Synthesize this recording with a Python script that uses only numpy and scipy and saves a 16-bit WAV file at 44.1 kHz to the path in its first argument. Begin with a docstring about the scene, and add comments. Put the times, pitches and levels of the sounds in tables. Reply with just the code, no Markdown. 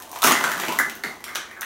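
"""In a lively living room, a tower of plastic stacking cups slips and crashes onto a wooden floor.
The cups scatter, and a few bounce on alone. Every contact is a hard click of the rim, a short
hollow ring of the cup and a thud of the boards; the hits that stand out also make the rim ring.
The room echoes it all, over a faint steady background."""
import sys
import numpy as np
from scipy import signal
from scipy.fft import rfft, irfft, next_fast_len
from scipy.io import wavfile

SR = 44100
rng = np.random.default_rng(int(sys.argv[2]) if len(sys.argv) > 2 else 0)


def wrap_up_sound(samples):
    """Save the sound to the file named by the first command line argument, as 16-bit audio."""
    columns = np.atleast_2d(samples).T
    # keep every value between -1 and 1, then stretch to whole-number steps
    tamed = np.clip(columns, -1, 1)
    steps = np.round(tamed * 32767).astype(np.int16)
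    wavfile.write(sys.argv[1], SR, steps)


N = 72765
T = np.arange(2048) / SR  # the clock for one contact [s]


def amp(db):
    """Turn decibels into a number to multiply a sound by."""
    return 10 ** (np.asarray(db) / 20)


def unit(x):
    """Scale a sound to an energy of 1."""
    return x / np.sqrt(np.sum(x ** 2) + 1e-20)


def along(points, hz):
    """Read between the rows of a (frequency, value) table, giving each octave equal room."""
    frequencies, values = np.transpose(points)
    return np.interp(np.log(hz + 1), np.log(frequencies), values)


def add(out, start_s, x):
    """Mix x into out at the given time."""
    i = max(0, round(start_s * SR))
    part = out[i:i + len(x)]
    part += x[:len(part)]


def ringing(tones, scale, attack_s):
    """A struck object sounds several tones at once; each drops 60 dB over its fade time."""
    hz, db, fade_s = np.transpose(tones)[:, :, None]
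    signs = (-1) ** np.arange(len(tones))[:, None]  # every other tone starts downward
    waves = signs * np.sin(2 * np.pi * scale * hz * T)
    fades = amp(db - 60 * T / fade_s)
    onset = 1 - np.exp(-T / attack_s)
    return unit((waves * fades).sum(0) * onset)


# the tone colour of the room's own noise (frequency [Hz], relative level [dB])
BACKGROUND_COLOUR = [(25, -9), (55, 5.5), (110, 6.5), (220, -18.5), (330, 7.5), (600, 1), (1500, 2),
                     (3000, -17.5), (8000, -21.5), (15000, -38)]

def background(level_db=-53):
    """Faint, low room noise that never changes."""
    colour = amp(along(BACKGROUND_COLOUR, np.fft.rfftfreq(N, 1 / SR)))
    noise = irfft(rfft(rng.standard_normal(N)) * colour, N)
    return amp(level_db) * noise / noise.std()


# the tone colour of a click (frequency [Hz], relative level [dB])
CLICK_COLOUR = [(300, -10), (1500, -1.5), (2800, 1.5), (4000, -2), (5000, -5), (6300, -0.5), (8200, -4.5),
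                (9400, -2.5), (10400, -6), (11700, -2.5), (15500, -5)]

def rim_click(tilt_db):
    """A hard rim gives one sharp crack, coloured and briefly smeared by the cup's wall."""
    hz = np.fft.rfftfreq(len(T), 1 / SR)
    knots = np.linspace(0, SR / 2, 40)
    ripple_db = 2.06 * np.interp(hz, knots, rng.standard_normal(len(knots)))
    delay_s = 0.001509 * np.interp(hz, knots, rng.random(len(knots)))
    octaves = np.log2(np.maximum(hz, 1500) / 6000)  # a higher tilt makes a brighter click
    colour = amp(along(CLICK_COLOUR, hz) + ripple_db + tilt_db * octaves)
    # pack the sound at the very start (minimum phase), then delay each frequency a little
    early = T < T[-1] / 2
    cepstrum = irfft(np.log(colour))
    packed = rfft(2 * cepstrum * early)
    smear = 2 * np.pi * np.cumsum(delay_s) * hz[1]
    return unit(early * irfft(np.exp(packed - 1j * smear)))


# the tones of a cup's body (multiple of its pitch, relative level [dB], fade time [s])
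CUP_TONES = [(.47, -14, 0.014), (.7, -4.5, 0.014), (.88, -2.5, 0.016), (1.01, -1.5, 0.029)]

def cup_ring(pitch_hz):
    """The hollow plastic body rings for a moment."""
    return ringing(CUP_TONES, pitch_hz, attack_s=0.00048)


# the tones of the wooden floor (frequency [Hz], relative level [dB], fade time [s])
BOARD_TONES = [(144, 2, 0.052), (227, 3, 0.065), (281, 2.5, 0.031), (369, 4.5, 0.049), (583, 0.5, 0.026),
               (790, 4.5, 0.034)]

def floor_thud():
    """The boards thud, a little higher or lower from spot to spot."""
    spot = np.exp(0.12 * np.clip(rng.standard_normal(), -1, 1))
    return ringing(BOARD_TONES, spot, attack_s=0.002)


def contact(pitch_hz, ring_db, click_db, tilt_db, thud_db):
    """One cup meets the floor: click, ring and thud together."""
    click = amp(click_db) * rim_click(tilt_db)
    ring = amp(ring_db) * cup_ring(pitch_hz)
    thud = amp(thud_db) * floor_thud()
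    return click + ring + thud


# how long the room keeps sounding (frequency [Hz], time to drop 60 dB [s])
ROOM_FADE = [(150, 0.37), (500, 0.42), (1400, 0.32), (4000, .42), (9000, 0.3), (15000, 0.15)]
# the first echoes off the walls (delay [s], level [dB])
WALL_ECHOES = [(.0065, -16.5), (0.0092, -13), (.0135, -15), (0.02, -17)]

def room(x, tail_db=1.5, scatter_s=0.001):
    """The walls add a few quick echoes and a blurred tail, new for each spot on the floor."""
    hz, t, noise = signal.stft(rng.standard_normal(32768), SR, nperseg=256)
    fades = amp(-60 * t / along(ROOM_FADE, hz)[:, None])
    tail = signal.istft(noise * fades, SR, nperseg=256)[1]
    response = amp(tail_db) * unit(tail)
    response[0] += 1  # the sound that arrives directly
    for delay_s, db in WALL_ECHOES:
        add(response, delay_s + scatter_s * rng.standard_normal(), amp([db]))
    return signal.fftconvolve(x, response)


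# bursts of small contacts: the tower leans, cups slide apart, crash, tumble, roll and settle
# (start [s], end [s], typical pitch [Hz], ring [dB], click [dB], thud [dB], drop by the end [dB])
RATTLES = [(0.0, 0.109, 924, -26.5, -25.5, -29, 6), (0.125, 0.221, 954, -21, -19.5, -42, 2.5),
           (0.239, 0.319, 1756, 3, 4, -1, 7.5), (0.337, 0.56, 1601, -6, -11.5, -12, 3.5),
           (0.564, 0.779, 1830, -11, -13, -15, 5), (0.799, 1.036, 1554, -19.5, -22.5, -21, 9.5),
           (1.041, 1.232, 1170, -17, -20, -19.5, 19.5), (1.258, 1.352, 1760, -17.5, -27, -24.5, 2),
           (1.402, 1.561, 1925, -28.5, -36, -32, -2), (1.56, 1.65, 1880, -17.5, -32, -28, 15)]

def rattling_cups(contacts_per_s=150, count=40, pitch_spread=0.233, spread_db=0.5):
    """Many cups of mixed sizes touch at uneven moments; most bursts weaken as they go."""
    out = np.zeros(N)
    for start, end, pitch_hz, ring_db, click_db, thud_db, drop_db in RATTLES:
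        rattle = np.zeros(SR // 2 + len(T))
        times = (np.arange(count) + rng.random(count)) / contacts_per_s
        for time_s, (size, force, hardness) in zip(times, rng.standard_normal((count, 3))):
            if time_s < end - start:
                hz = pitch_hz * np.exp(pitch_spread * np.clip(size, -2, 1))
                sound = contact(hz, ring_db, click_db + spread_db * hardness, 0, thud_db)
                level_db = spread_db * np.clip(force, -2, 1) - drop_db * time_s / (end - start)
                add(rattle, time_s, amp(level_db) * sound)
        add(out, start, room(rattle))
    return out


# the tones of a cup's rim (multiple of its pitch, relative level [dB], fade time [s])
RIM_TONES = [(.85, -14.5, 0.0018), (1, 3, 0.0059), (1.12, -4.5, 0.0033)]

def rim_ring(pitch_hz):
    """The struck rim gives a high, very short ping."""
    return ringing(RIM_TONES, pitch_hz, attack_s=0.0002)


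# cups landing one by one (time [s], cup pitch [Hz], ring [dB], click [dB],
# click tilt [dB per octave], rim pitch [Hz], rim ring [dB], thud [dB])
HITS = [(0.001, 1800, -19, -18.5, 5, 5950, -28, -25), (0.0229, 2010, -30, -14, 2.5, 3370, -47, -42),
        (0.094, 1000, -32, -23, 1, 8900, -27.5, -30), (0.1155, 1020, -17.5, -12.5, 4.5, 5970, -23, -28),
        (0.129, 1000, -16, -22, -6, 5900, -32, -41), (0.1593, 990, -8.5, -12.5, -2.5, 2970, -24, -26),
        (0.188, 1020, -36, -13, 3, 3100, -36, -45), (0.2201, 1320, -26, -1, 0, 2800, -15, -22),
        (0.2231, 1298, -8, -4.5, 2, 3580, -4, -42), (0.2293, 1300, 6.5, 0.5, 2, 3670, -30, -27),
        (0.239, 1565, 1, 8.5, 1, 5520, 2, -1), (0.2435, 1850, -4, 4.5, 1, 5300, -8, -2),
        (0.2551, 1386, 1, -15, -4, 6600, -3.5, -38), (0.2722, 1137, 8.5, 7.5, -3, 2860, -7, 3),
        (0.31, 1204, 2, -3, 2, 2960, -6, -22), (0.320, 1995, 5, 5.5, -1, 6430, -5, -35),
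        (0.352, 1986, 4, -22, 10, 2800, -13, -10), (0.41, 1020, -2, -30, -11, 3000, -10.5, -10),
        (0.4397, 1527, 3, 2.5, -4.5, 7500, -5.5, -8), (0.457, 960, -8, -15, -8, 2970, -26, -26),
        (0.517, 1680, -5, -4, 0, 7160, -18, -14), (0.599, 1910, -13, -4.5, -1, 6340, -19, -25),
        (0.618, 1945, -7, -9, 8, 2980, -19, -25), (0.636, 1670, -22, -2.5, -10, 2950, -18, -11),
        (0.6829, 968, -0.5, -5, -2, 2660, -5, -2), (0.7227, 1035, -5, -7, -1, 5740, -26, -24),
        (0.7882, 2000, 8.5, 4, 4.5, 7044, -10, -7), (0.798, 1686, 6.5, -6, 1.5, 7000, -27, -5),
        (0.8972, 1980, -32, -8.5, -0.5, 3370, -43, -16.5), (0.9527, 1500, -38, -11, 13, 6250, -24, -20),
        (1.0367, 2084, -2.5, -9, -0.5, 4430, -15, -9), (1.04, 1990, -2, -24, -17, 3760, -17.5, -15),
        (1.206, 1976, -22.5, -26, 0, 6050, -44, -23), (1.2409, 2090, -39, -8, -0.5, 5600, -16.5, -26),
        (1.28, 2050, -15, -19, 8, 2532, -28, -35), (1.292, 1990, -17.5, -19, -2, 2480, -36, -21.5),
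        (1.3507, 1700, -11, -14, 1, 5950, -11, -26), (1.356, 1686, -7, 0, -2.5, 2530, -8.5, -18),
        (1.418, 1804, -13, -31, 7, 2600, -33, -46), (1.512, 1814, -15, -22, -4, 2443, -45, -37),
        (1.6096, 1900, -24, -4, 7, 6000, -14.5, -32), (1.618, 1884, -7.5, -12, -5.5, 3656, -13, -30),
        (1.63, 1870, -7.5, -20, -23, 2640, -14, -26)]

def single_hits():
    """The contacts that stand out from the rattle; these also ring the rim."""
    out = np.zeros(N)
    for time_s, pitch_hz, ring_db, click_db, tilt_db, rim_hz, rim_db, thud_db in HITS:
        rim = amp(rim_db) * rim_ring(rim_hz)
        hit = contact(pitch_hz, ring_db, click_db, tilt_db, thud_db)
        add(out, time_s, room(hit + rim))
    return out


def scene():
    """Everything reaches one microphone; a low-cut filter thins the deep bass of the clatter."""
    bass_cut = signal.butter(2, 251, "highpass", fs=SR, output="sos")
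    cups = signal.sosfilt(bass_cut, single_hits() + rattling_cups())
    return (background() + cups)[None]


def record(dry, ceiling=0.7, top_hz=15800):
    """The loudest peaks are rounded off and the very highest treble is cut away."""
    rounded = dry / (1 + np.abs(dry / ceiling) ** 6) ** (1 / 6)
    padded = next_fast_len(N + SR // 2)
    kept = np.fft.rfftfreq(padded, 1 / SR) < top_hz
    return irfft(rfft(rounded, padded) * kept, padded)[:, :N]


dry = scene()
out = record(dry)
wrap_up_sound(out)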